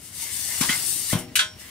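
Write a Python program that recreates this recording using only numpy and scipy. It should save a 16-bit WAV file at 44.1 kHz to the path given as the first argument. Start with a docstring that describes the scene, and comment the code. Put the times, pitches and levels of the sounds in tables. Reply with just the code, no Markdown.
"""A long iron pipe works in a hole in dry earth, close by and outdoors. Loose soil hisses along it and
the iron rubs the side. Jabs crunch the earth and ring the pipe's bending modes; its weight lands with
dull thuds and a low shudder. Last, hard contacts clank and rattle briefly. Rough, narrow tones add rim
squeaks, a hollow ring and the pipe's high fluttering ring after blows. A low rumble lies underneath."""
import sys
import numpy as np
from scipy import signal
from scipy.fft import rfft, irfft, next_fast_len
from scipy.io import wavfile
from scipy.ndimage import uniform_filter1d, map_coordinates

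SR = 44100
rng = np.random.default_rng(int(sys.argv[2]) if len(sys.argv) > 2 else 0)


def wav_record(signal):
    """Record a signal, one row per channel, as 16-bit PCM in the file named by sys.argv[1]."""
    frames = np.transpose(np.atleast_2d(signal))
    bounded = np.clip(frames, -1, 1)
    # unit amplitude maps onto the largest positive 16-bit level
    quanta = np.round(bounded * 32767).astype(np.int16)
    wavfile.write(sys.argv[1], SR, quanta)


N = 74970

# Envelopes: t/s, level/dB
SOIL_ENVELOPE = [(0.0, -50.5), (0.062, -42.5), (0.118, -47.5), (0.148, -39), (0.23, -31), (0.294, -36.5),
                 (0.338, -30.5), (0.604, -29.5), (0.618, -21), (0.63, -28.5), (0.824, -29.5),
                 (0.902, -25.5), (1.06, -31), (1.13, -26.5), (1.182, -44.5), (1.19, -34.5), (1.286, -68),
                 (1.34, -57), (1.52, -67), (1.586, -57), (1.596, -45.5), (1.672, -51), (1.7, -58)]  # soil sliding along the pipe
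RUB_ENVELOPE = [(0, -54), (.12, -50), (.22, -38.5), (.45, -39.5), (.55, -32.5), (.8, -40), (1.08, -39),
                (1.13, -30.5), (1.27, -53.5), (1.57, -56), (1.6, -43.5), (1.7, -42.5)]  # iron on the hole's side
SHUDDER_ENVELOPE = [(0, -75), (.6, -76), (.63, -41), (.78, -48.5), (1, -50), (1.12, -60), (1.16, -33),
                    (1.23, -48), (1.33, -46), (1.37, -60), (1.7, -70)]  # pipe shaking in the hole

# Rim squeaks, hollow ring, high pipe ring: t/s, level/dB, f/Hz, length/s, glide/(Hz/s)
ROUGH_TONES = [(0.221, -47, 920, 0.032, 0), (.26, -43, 2147, 0.086, -5), (.47, -41, 1800, 0.086, 0),
               (0.607, -31, 1052, 0.065, -3), (.688, -17, 1936, 0.017, 5000), (0.701, -25, 2077, 0.07, 0),
               (1.1, -32, 1737, 0.035, 17000), (1.138, -51.5, 5530, 0.2, 3), (1.399, -43.5, 5560, 0.18, -3)]
# Jabs into earth: t/s, crunch/dB, t60/s, tilt/(dB/oct), ring/dB, ring centre/Hz, fall-off/(dB/oct^2)
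JABS = [(.609, -22.5, 0.6, 0.5, -37, 1730, 4.5), (0.691, -23.5, 0.46, -0.5, -34, 2340, 5),
        (1.127, -26.5, 0.32, -4.5, -35, 714, 0.93)]
# Soft landings: t/s, level/dB, mid-thud f/Hz, length/s
THUDS = [(.6095, -16.5, 208, 0.01), (0.617, -29, 205, 0.014), (0.695, -21.5, 211, 0.0098),
         (1.126, -26, 588, .011), (1.132, -11, 172, 0.0055), (1.137, -23.5, 85, 0.015),
         (1.151, -14, 142, 0.014)]
# Hard contacts: t/s, clatter/dB, t60/s, crack/dB, ring/dB, ring centre/Hz, fall-off/(dB/oct^2)
CLANKS = [(1.3545, -20, 0.29, -13.5, -28, 2970, 8), (1.3901, -17.5, 0.17, -32, -24.5, 3200, 5),
          (1.4175, -40, 0.068, -36, -39.5, 2850, 2)]

# Noise spectra: f/Hz, relative level/dB
SOIL_SPECTRUM = [(1470, -54), (2500, -18), (2780, -9.5), (3170, -22), (3580, -6), (3890, -11.5),
                 (4430, -5.5), (6950, -4.5), (8740, 2.5), (11400, -5), (15500, -11)]
RUB_SPECTRUM = [(200, -20), (700, -9), (1500, -10.5), (2100, 3.5), (2500, -9), (2900, 1.5), (4000, -9),
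                (7000, 0.5)]
RUMBLE_SPECTRUM = [(20, -27), (45, -18), (65, -4.5), (100, 0), (160, -8), (300, -11), (450, -20),
                   (1500, -22.5), (5000, -22.5), (15000, -51)]
SHUDDER_SPECTRUM = [(50, -7), (110, 2.5), (250, 0), (350, 1), (480, -12.5), (800, -7.5), (1500, -60)]
CRUNCH_SPECTRUM = [(30, -36), (100, -14), (180, 6), (300, -47), (500, -6.5), (1100, 0.5), (1600, 1.5),
                   (2100, 2), (3300, 1.5), (5000, 2.5), (9000, 0), (15000, -18)]
CLATTER_SPECTRUM = [(290, -68), (500, -19), (610, -16), (661, -38), (998, -26), (1550, 4), (1940, -14),
                    (2400, 3.5), (2740, -29), (3260, -1.5), (5060, -2.5), (8720, -4), (12000, -20),
                    (15600, -50), (22000, -120)]
CRACK_SPECTRUM = [(600, -53), (1300, -8), (2600, -4), (4500, -16), (7000, -2.5), (10000, 0.5), (15500, -14)]

# Pipe bending modes: f/Hz, level/dB
PIPE_MODES = [(177, 0), (253, 3), (305, -2), (360, -3), (484, -4), (622, -1), (775, -5), (860, -7),
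              (953, -2), (1046, 0), (1130, -3), (1215, -5), (1300, 0), (1400, -2), (1483, 5), (1597, 2),
              (1690, -3), (1790, -6), (1880, -7), (1987, -3), (2104, 0), (2230, -8), (2336, 3), (2470, -6),
              (2597, 1), (2740, -4), (2875, 0), (3042, 4), (3181, 5), (3326, 6), (3490, -9), (3644, 4),
              (3793, 0), (3949, -1), (4107, -1), (4290, -2), (4480, -6), (4985, -14), (5150, -11),
              (5610, -17)]
# Mode decay: f/Hz, t60/s
PIPE_T60 = [(177, 0.74), (300, 0.82), (620, 0.59), (1100, 0.16), (1500, 0.22), (2400, 0.14), (3300, 0.19),
            (4500, 0.18), (5200, 0.12), (5600, 1)]

# Stereo balance: f/Hz, left minus right/dB
SLIDE_PAN = [(60, 8), (99, -13), (160, 23), (270, 6), (450, 7), (740, -2.5), (1220, 2.5), (2010, -2),
             (3330, -0.5), (5500, -0.5), (9080, 18.5), (15000, 16.5)]  # soil and rubbing
HIT_PAN = [(100, 3), (400, 5.5), (800, 1.5), (1300, 2.5), (2400, -1), (4400, -1.5), (6000, 2), (8100, 11),
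           (11000, 22), (15000, 22)]  # all other sounds
# Likeness of the two microphones: f/Hz, coherence/1
COHERENCE = [(100, .99), (300, .95), (600, .65), (1500, .6), (3000, .45), (5000, .2), (8000, .05),
             (12000, 0)]

GRIT_DB, SOIL_GRIT_DB, CRACKLE_GRIT_DB = 2, 1, 8.5
HISS_DB, CRACKLE_DB, RUMBLE_DB, PATCHY_DB = 2.5, -10.5, -48.5, 2.5
SING_DB, SING_WIDTH_HZ, MODE_SCATTER_DB = -0.5, 30, 3
TONE_FLUTTER_DB, TONE_JITTER_RAD = 1.4, 0.69
ATTACK_S, CRACK_T60_S = 0.0015, 0.14
THUD_SAG = 0.44  # drop in ln(f) per thud length
LEFT_LEAD_S, CEILING, TOP_HZ = 35e-6, 0.54, 15700


def amp(db):
    """Decibels to gain."""
    return 10 ** (np.asarray(db) / 20)


def unit_rms(x):
    """Scale to rms 1."""
    return x / np.sqrt(np.mean(x ** 2) + 1e-20)


def at_hz(table, hz):
    """Interpolate on a log frequency axis."""
    knots_hz, values = np.transpose(table)
    return np.interp(np.log(hz + 1), np.log(knots_hz + 1), values)


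def since(start_s):
    """Seconds since start_s, zero before."""
    return np.maximum(np.arange(N) / SR - start_s, 0)


def envelope(table):
    """Gain per sample from t/s, level/dB rows."""
    return amp(np.interp(since(0), *np.transpose(table)))


def wobble(rate_hz):
    """Smooth random curve, rate_hz knots a second."""
    return map_coordinates(rng.standard_normal(N // 4), [np.arange(N) * rate_hz / SR], mode="wrap")


def filtered(x, response):
    """Apply response(hz) by FFT."""
    size = next_fast_len(N + 8192)
    return irfft(rfft(x, size) * response(np.fft.rfftfreq(size, 1 / SR)), size)[..., :N]


def panned(x, pan):
    """Constant-power pan per frequency."""
    def gains(hz):
        balance_db = at_hz(pan, hz)
        return amp(np.outer([.5, -.5], balance_db)) / np.sqrt(np.cosh(balance_db * np.log(10) / 20))
    return filtered(x, gains)


def grit(spectrum, grain_db=GRIT_DB):
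    """Stereo noise of rms 1 in tiny grains; grain_db sets the clumping."""
    def mid_side_gains(hz):
        angle = np.arccos(np.clip(at_hz(COHERENCE, hz), 0, 1)) / 2
        return amp(at_hz(spectrum, hz)) * [np.cos(angle), np.sin(angle)]
    grains = rng.standard_normal((2, N)) * amp(grain_db * (wobble(2500) + 0.43 * wobble(250)))
    mid, side = filtered(grains, mid_side_gains)
    return unit_rms(np.array([mid + side, mid - side]))


def patchy(x):
    """Resonances of a rubbing contact come and go."""
    frames = signal.stft(x, nperseg=1024)[2]
    patches = uniform_filter1d(rng.standard_normal(frames.shape[1:]), size=4, axis=0)
    patches = uniform_filter1d(patches, size=7, axis=1)
    frames *= amp(PATCHY_DB * unit_rms(patches))
    return unit_rms(signal.istft(frames)[1][:, :N])


def strike(start_s, t60_s):
    """Fast rise, exponential decay."""
    t = since(start_s)
    return (1 - np.exp(-t / ATTACK_S)) * np.exp(-np.log(1000) * t / t60_s)


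def swell(start_s, length_s):
    """One rounded push."""
    return np.sin(np.pi * np.minimum(since(start_s) / length_s, 1) ** 0.72)


def sliding_soil():
    """Dry soil hisses and crackles along the pipe."""
    hiss = amp(HISS_DB) * patchy(grit(SOIL_SPECTRUM, SOIL_GRIT_DB))
    crackle = amp(CRACKLE_DB) * grit(SOIL_SPECTRUM, CRACKLE_GRIT_DB)
    return envelope(SOIL_ENVELOPE) * (hiss + crackle)


def rubbing_iron():
    """Iron rubs the hole's side; the friction makes the pipe's modes sing."""
    def resonances(hz):
        damping = 1j * hz * SING_WIDTH_HZ
        return sum(damping / (mode_hz ** 2 - hz ** 2 + damping) for mode_hz, _ in PIPE_MODES)
    friction = patchy(grit(RUB_SPECTRUM))
    singing = amp(SING_DB) * unit_rms(filtered(friction, resonances))
    return envelope(RUB_ENVELOPE) * unit_rms(friction + singing)


def outdoor_rumble():
    """Low, wavering outdoor noise."""
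    return amp(RUMBLE_DB + wobble(11.5)) * grit(RUMBLE_SPECTRUM, grain_db=3)


def rough_tones():
    """Rough, narrow tones: rim squeaks, a hollow ring, and the pipe's high fluttering ring after blows."""
    out = np.zeros(N)
    for start_s, db, hz, length_s, glide_hz_per_s in ROUGH_TONES:
        t = since(start_s)
        gain = amp(db + TONE_FLUTTER_DB * wobble(300)) * swell(start_s, length_s)
        phase = 2 * np.pi * (hz + glide_hz_per_s * t / 2) * t
        out += gain * np.sin(phase + TONE_JITTER_RAD * wobble(350))
    return out


def shudder():
    """The pipe shakes in the hole: low noise."""
    return envelope(SHUDDER_ENVELOPE) * grit(SHUDDER_SPECTRUM)


def pipe_ring(start_s, centre_hz, falloff):
    """Struck bending modes; the contact favours those near centre_hz."""
    out = np.zeros((2, N))
    for hz, db in PIPE_MODES:
        phase = rng.uniform(0, 2 * np.pi)
        spread_rad = np.arccos(at_hz(COHERENCE, hz)) * rng.choice([-1, 1])
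        stereo_phase = phase + spread_rad * np.array([[.5], [-.5]])
        mode_db = db - falloff * np.log2(hz / centre_hz) ** 2 + MODE_SCATTER_DB * rng.standard_normal()
        tone = np.sin(2 * np.pi * hz * since(start_s) + stereo_phase)
        out += amp(mode_db) * tone * strike(start_s, at_hz(PIPE_T60, hz))
    return out


def jabs():
    """Earth crunches under the rim and sets the pipe humming."""
    out = np.zeros((2, N))
    for start_s, crunch_db, t60_s, tilt, ring_db, centre_hz, falloff in JABS:
        spectrum = [(hz, db + tilt * np.log2(hz)) for hz, db in CRUNCH_SPECTRUM]
        out += amp(crunch_db) * strike(start_s, t60_s) * grit(spectrum)
        out += amp(ring_db) * pipe_ring(start_s, centre_hz, falloff)
    return out


def thuds():
    """The ground gives briefly under the pipe's weight, sagging in pitch."""
    out = np.zeros(N)
    for start_s, db, hz, length_s in THUDS:
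        t = since(start_s)
        pitch_hz = hz * np.exp(-THUD_SAG * (np.minimum(t / length_s, 2) - .5))
        phase = 2 * np.pi * np.cumsum(pitch_hz * (t > 0)) / SR
        out += amp(db) * swell(start_s, length_s) * np.sin(phase)
    return out


def clanks():
    """Hard contacts: dense clatter, bright crack, short pipe ring."""
    out = np.zeros((2, N))
    for start_s, clatter_db, t60_s, crack_db, ring_db, centre_hz, falloff in CLANKS:
        out += amp(clatter_db) * strike(start_s, t60_s) * grit(CLATTER_SPECTRUM)
        out += amp(crack_db) * strike(start_s, CRACK_T60_S) * grit(CRACK_SPECTRUM)
        out += amp(ring_db) * pipe_ring(start_s, centre_hz, falloff)
    return out


def scene():
    """The pipe over a low outdoor rumble."""
    lows = outdoor_rumble() + shudder()
    slide = sliding_soil() + rubbing_iron()
    contacts = jabs() + clanks() + thuds() + rough_tones()
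    return panned(slide, SLIDE_PAN) + panned(contacts + lows, HIT_PAN)


def record(dry):
    """Left microphone leads; peaks are rounded, then the band is cut at TOP_HZ."""
    heard = filtered(dry, lambda hz: np.exp(1j * np.pi * LEFT_LEAD_S * np.outer([1, -1], hz)))
    rounded = heard / (1 + (heard / CEILING) ** 4) ** .25
    return filtered(rounded, lambda hz: hz < TOP_HZ)


dry = scene()
out = record(dry)
wav_record(out)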